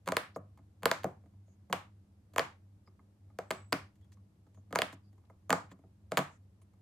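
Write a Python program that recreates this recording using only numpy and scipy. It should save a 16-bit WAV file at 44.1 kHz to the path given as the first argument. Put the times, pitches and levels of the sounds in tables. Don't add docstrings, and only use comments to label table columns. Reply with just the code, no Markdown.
import sys
import numpy as np
from scipy import signal
from scipy.fft import rfft, irfft, next_fast_len
from scipy.io import wavfile

SR = 44100
rng = np.random.default_rng(int(sys.argv[2]) if len(sys.argv) > 2 else 0)


def file_out(sig):
    cols = np.atleast_2d(sig).T
    lim = np.clip(cols, -1, 1)
    pcm = np.round(lim * 32767).astype(np.int16)
    wavfile.write(sys.argv[1], SR, pcm)


def nominal_scale(level):
    x = np.asarray(level, float) / 20
    return 10 ** x


N = 300321
T = np.arange(N) / SR

# (frequency [Hz], level [dB])
MOTOR_TONES = [(73.49, -81), (79.77, -78), (90.71, -72.5), (95.62, -67.3), (98.83, -69.3), (100.99, -64.5),
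               (203.79, -74), (314.45, -84)]
# (time [s], level [dB])
MOTOR_LOAD = [(0, -3), (.4, 3.5), (.7, -1.5), (1.1, 3), (1.6, -0.5), (1.9, 2), (2.15, -8), (2.5, 1),
              (3.1, -2), (3.7, 4), (4.2, 0), (4.4, -3), (4.8, 2), (5.3, -3), (5.6, 1.5), (6.1, -1.5),
              (6.5, -3), (6.81, 0.5)]
# (frequency [Hz], width [Hz], level [dB])
RUMBLES = [(84, 25, -68), (98, 14, -73.5), (189, 12, -76.5), (201, 4.7, -79.5), (303, 7.8, -83.5)]
# (frequency [Hz], level per Hz [dB])
QUIET_SPECTRUM = [(20, -23), (45, -8.5), (130, 0.5), (250, -5), (400, -12.5), (800, -18.5), (1500, -26),
                  (3000, -31.5), (8000, -34.5), (13000, -37.5), (14500, -53), (17000, -60)]
# (frequency [Hz], likeness [0-1])
LIKENESS = [(60, 0.98), (130, 1), (300, 0.8), (700, 0.4), (1500, 0.01), (16000, 0.1)]
# (frequency [Hz], t60 [s], level [dB])
ROOM_DECAY = [(150, 0.53, -11.5), (395, 0.29, -14.5), (900, 0.29, -9.5), (1861.6, 0.31, -14.5),
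              (4330, .31, -19.5), (8000, 0.28, -16.5), (12000, 0.23, -21), (16000, .16, -26)]
# (time [s], length [s], frequency [Hz], width [Hz], level [dB])
SKIN_RUBS = [(1.46, .1, 6650, 700, -82), (3.465, .255, 7790, 50, -72), (4.012, .05, 3310, 250, -82),
             (4.535, .075, 6650, 700, -82), (2.862, .03, 5010, 400, -75), (5.03, .08, 4810, 400, -84),
             (4.119, .03, 6500, 5000, -73), (.344, .025, 4800, 1800, -68), (5.705, .03, 7200, 1800, -72),
             (5.69, .04, 2000, 2500, -70), (5.248, .012, 3000, 4000, -80), (6.613, .025, 9500, 2500, -75),
             (4.92, .03, 7000, 5000, -66), (6.29, .09, 7000, 2500, -76), (6.3, .08, 1500, 1200, -72)]
# (frequency [Hz], level [dB], t60 [s])
TABLE_MODES = [(99, -9.5, .07), (146, -6.5, 0.22), (183.5, -0.5, .15), (279.7, 0, 0.1), (317, -8.5, 0.11),
               (377.5, -13, 0.17)]
# (frequency [Hz], level [dB], t60 [s])
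HOLLOW_MODES = [(477.5, -1.5, 0.049), (535, -4.5, 0.04), (561, -2, 0.049), (627, -1.5, 0.069),
                (661.3, -4, 0.086), (717, 0.5, 0.038)]
# (frequency [Hz], level [dB], t60 [s])
SHEET_MODES = [(842, -1, 0.033), (1008, 4.5, 0.018), (1101, -7, 0.031), (1213, -4.5, .035),
               (1393, -6.5, 0.012), (1574, -10, 0.015), (2106, -11, 0.023)]
# (frequency [Hz], level [dB])
CRACK_SPECTRUM = [(800, -41), (1500, -2), (2000, -1), (2600, -7.5), (3300, -4), (3750, -10), (4400, -6),
                  (5000, -11), (5600, -27), (7000, -33.5)]
# (frequency [Hz], level [dB])
TICK_SPECTRUM = [(3000, -39), (5400, -12), (6700, 2.5), (7500, -0.5), (9300, -6), (10200, -5.5),
                 (11500, -5), (14000, -3.5), (15800, -11.5), (16800, -51)]
# (time [s], crack [dB], sheet ring [dB], hollow ring [dB])
FINGER_TOUCHES = [(0.059, -47, -60.5, -60.5), (0.5736, -60, -60, -71), (0.5872, -72.5, -63, -61),
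                  (.822, -55, -54, -50.5), (1.2363, -77.5, -73, -62.5), (1.2579, -68.5, -72, -64),
                  (1.3358, -76, -75, -70.5), (1.479, -70.5, -82, -66.5), (1.709, -58, -60, -57),
                  (2.3356, -52, -62.5, -56.5), (2.8736, -65.5, -59.5, -61), (2.992, -75.5, -61.5, -65),
                  (3.3, -76, -66, -68), (3.9548, -63.5, -86, -86), (4.0109, -66.5, -90.5, -82.5),
                  (4.0439, -66, -85, -91), (4.1191, -54.5, -72, -73), (4.17, -71, -69.5, -84),
                  (4.4654, -70, -68.5, -66), (4.5441, -60, -74, -71.5), (4.5725, -73, -66, -61),
                  (5.128, -67, -82, -66.5), (5.1788, -68, -68, -71), (5.2375, -78.5, -71, -77),
                  (5.789, -69, -67.5, -61.5), (5.8371, -84, -71, -57.5), (6.6158, -60.5, -70.5, -67.5),
                  (6.734, -69.5, -71, -76)]
# (time [s], crack [dB], sheet ring [dB], hollow ring [dB], table thud [dB])
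DOME_SNAPS = [(.0757, -28, -27.5, -32.5, -40.5), (.1203, -25.5, -26.5, -26.5, -44.5),
              (.1676, -11, -22.5, -25.5, -46), (.832, -31.5, -33.5, -37, -39),
              (.856, -12.5, -16, -20.5, -37), (.9138, -12.5, -22, -27, -43.5),
              (1.727, -15.5, -23.5, -50.5, -45), (2.361, -29.5, -30.5, -31, -51),
              (2.3818, -16, -18.5, -27, -41.5), (2.394, -13, -39.5, -25.5, -42.5),
              (3.3875, -33, -34.5, -29, -48.5), (3.506, -29.5, -24.5, -29.5, -66.5),
              (3.5111, -20, -31.5, -33.5, -40), (3.7278, -11.5, -29.5, -31.5, -29),
              (4.7266, -34, -34.5, -34, -36), (4.7572, -21.5, -19.5, -29, -63), (4.788, -15, -29, -25, -47),
              (4.8185, -11.5, -27, -27.5, -38), (5.5043, -15, -22, -27, -26),
              (5.5277, -20, -16.5, -25.5, -29.5), (6.119, -28, -30, -27.5, -36),
              (6.1718, -13.5, -20.5, -27.5, -33), (6.1762, -18.5, -23, -55, -42),
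              (6.1814, -28.5, -23, -40.5, -28.5)]
# (time [s], crack [dB], sheet ring [dB], hollow ring [dB], table thud [dB])
WALL_FOLDS = [(.0702, -44, -45, -37, -44), (.087, -31, -28, -38.5, -33.5), (.3601, -55, -38, -32.5, -39.5),
              (1.0334, -37, -53, -59, -46), (1.0427, -36, -30, -23, -28.5), (1.698, -62, -51, -42.5, -39.5),
              (1.7323, -28, -30, -27.5, -39), (2.379, -32, -35, -51, -51), (3.7234, -28, -25.5, -27.5, -46),
              (4.7066, -61.5, -57, -51.5, -47.5), (4.7511, -38, -33, -34, -34),
              (4.9268, -42.5, -50.5, -50, -46), (5.2981, -90, -54.5, -54.5, -60),
              (5.4945, -41, -33.5, -29, -37.5), (5.7142, -45.5, -54, -52, -46.5),
              (6.1124, -50, -56, -49, -47), (6.1894, -26, -29.5, -25.5, -35.5)]

PLACES = 5
SOFT_PUSH_S = 0.0012
LEAD = 256


def curve(table, hz, column=1):
    rows = np.array(table)
    return np.interp(np.log(hz + 1), np.log(rows[:, 0]), rows[:, column])


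def shaped(x, gain):
    size = next_fast_len(x.shape[-1], real=True)
    spectrum = rfft(x, size) * gain(np.fft.rfftfreq(size, 1 / SR))
    return irfft(spectrum, size)[..., :x.shape[-1]]


def unit(x):
    return x / np.sqrt(np.mean(x ** 2))


def peak(x, db):
    return x * nominal_scale(db) / np.abs(x).max()


def resonance(centre_hz, width_hz):
    return lambda hz: 1 / (1 + (2 * (hz - centre_hz) / width_hz) ** 2)


def diffuse_pair(length, alike=1.0):
    mid, side = rng.standard_normal((2, length))

    def likeness(hz):
        return np.clip(curve(LIKENESS, hz) ** alike, 0, 1)

    mid = shaped(mid, lambda hz: np.sqrt(1 + likeness(hz)))
    side = shaped(side, lambda hz: np.sqrt(1 - likeness(hz)))
    return np.array([mid + side, mid - side]) / 2


def hum():
    in_step_s, quiet_db = -0.452, -70.5
    tones = 0
    for hz, db in MOTOR_TONES:
        tones = tones + np.sqrt(2) * nominal_scale(db) * np.cos(2 * np.pi * hz * (T - in_step_s))
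    tones = tones * nominal_scale(np.interp(T, *np.transpose(MOTOR_LOAD)))
    rumble = 0
    for hz, width_hz, db in RUMBLES:
        rumble = rumble + nominal_scale(db) * unit(shaped(diffuse_pair(N), resonance(hz, width_hz)))
    hiss = unit(shaped(diffuse_pair(N), lambda hz: nominal_scale(curve(QUIET_SPECTRUM, hz))))
    return tones + rumble + nominal_scale(quiet_db) * hiss


def room(blow):
    t = np.arange(18000) / SR
    noise, tail = diffuse_pair(len(t), alike=0.9), 0
    for centre_hz in 100 * 2 ** np.arange(0, 7.6, 0.5):
        band = shaped(noise, lambda hz: np.maximum(0, 1 - 2 * np.abs(np.log2((hz + 1) / centre_hz))))
        decay = 1000.0 ** (-t / curve(ROOM_DECAY, centre_hz))
        tail = tail + band * decay * nominal_scale(curve(ROOM_DECAY, centre_hz, column=2) - 22)
    build_up_s, tail_ends_s = 0.00033, 0.18
    tail = tail * (1 - np.exp(-t / build_up_s)) / (1 + (t / tail_ends_s) ** 5)
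    return signal.fftconvolve(blow[None], tail, axes=1)[:, :N]


def rubs():
    out = np.zeros((2, N))
    for s, length_s, hz, width_hz, db in SKIN_RUBS:
        start, size = int(s * SR), int(length_s * SR)
        swell = np.sin(np.pi * np.arange(size) / size) ** 0.48
        hiss = unit(shaped(diffuse_pair(16384), resonance(hz, width_hz)))[:, :size]
        out[:, start:start + size] += nominal_scale(db) * swell * hiss
    return out


def ring(modes, t, db, rise_s):
    hz, mode_db, t60 = np.array(modes).T[:, :, None]
    balance, detune = rng.standard_normal((2, len(modes), 1))
    gain = nominal_scale(mode_db + 3 * balance)
    swing = gain * np.sin(2 * np.pi * hz * (1 + 0.015 * detune) * t) * 1000.0 ** (-t / t60)
    return peak(np.sum(swing, axis=0) * (1 - np.exp(-t / rise_s)), db)


def crack(spectrum, noise, t, t60, scatter, soft):
    t60, scatter = t60 + 0.05 * soft, scatter + soft
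    burst = scatter * noise * 1000.0 ** (-t / t60) * (t > 0)
    burst[:, np.argmax(t >= 0)] += 1 - soft
    return shaped(burst, lambda hz: nominal_scale(curve(spectrum, hz)))


def dispersion(hz):
    lag_cycles = 1.8 * np.log(1 + hz / 150)
    return np.exp(-2j * np.pi * lag_cycles) / (1 + (110 / (hz + 1)) ** 4)


def contacts():
    rows = []
    for table, tick_db, share in ((DOME_SNAPS, -12.5, 0.35), (WALL_FOLDS, -10.5, 0.29)):
        for s, crack_db, sheet_db, hollow_db, thud_db in table:
            blend_db = sheet_db + share * (crack_db - sheet_db)
            rows.append((s, crack_db, thud_db, hollow_db, tick_db + blend_db, sheet_db))
    for s, crack_db, sheet_db, hollow_db in FINGER_TOUCHES:
        rows.append((s, crack_db, hollow_db + 3.5, hollow_db, crack_db - 11.5, sheet_db))
    return rows


def pops():
    near, far = np.zeros((2, N + 16384)), np.zeros((PLACES, N + 16384))
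    t = (np.arange(8192) - LEAD) / SR
    after = np.maximum(t, 0)
    fade = np.clip((t[-1] - t) / 0.05, 0, 1)
    for k, (s, crack_db, thud_db, hollow_db, tick_db, sheet_db) in enumerate(contacts()):
        chance, noise = rng.standard_normal(2), rng.standard_normal((2, 2, len(t)))
        noise[:, 1] = 0.85 * noise[:, 0] + 0.4 * noise[:, 1]
        soft = np.clip((-36 - crack_db) / 10, 0, 1)
        push_s = SOFT_PUSH_S * soft

        rings = ring(TABLE_MODES, after, thud_db + 0.5, 0.0018)
        rings = rings + ring(HOLLOW_MODES, after, hollow_db + 4.5, 0.0012)
        rings = rings + ring(SHEET_MODES, after, sheet_db + 5.0, 0.00021 + push_s)

        snap = peak(crack(CRACK_SPECTRUM, noise[0], t, 0.0063, 0.15, soft), crack_db - 7 * soft)
        tick = peak(crack(TICK_SPECTRUM, noise[1], t, 0.0097, 0.21, soft), tick_db + 11.5 - 7 * soft)
        edge = -snap - tick

        start = int(s * SR) - LEAD + 12
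        span = slice(start, start + len(t))
        blow = 1.9 * rings * np.exp(-after / (0.0012 + push_s))
        blow = blow + 2.4 * edge[0] * np.exp(-np.abs(t) / 0.0003)
        far[k % PLACES, span] += shaped(blow, dispersion)

        sound = shaped((rings + edge) * fade, dispersion)
        lag_s, pan_db = 2.1e-5 + 0.4e-5 * chance[0], 0.23 * chance[1]
        bright = resonance(4500, 3000)
        sound[1] = shaped(sound[1], lambda hz: np.exp(-2j * np.pi * hz * lag_s) * (1 + 0.35 * bright(hz)))
        near[:, span] += sound * nominal_scale([[pan_db], [-pan_db]])
    return near[:, :N], far[:, :N]


def scene():
    near, far = pops()
    return near + sum(room(place) for place in far) + rubs() + hum()


def top_cut(x):
    return signal.sosfilt(signal.butter(12, 17000, fs=SR, output="sos"), x)


def record(dry):
    mix = shaped(dry, lambda hz: np.clip((16500 - hz) / 800, 0, 1))
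    return top_cut(mix)


dry = scene()
out = record(dry)
file_out(out)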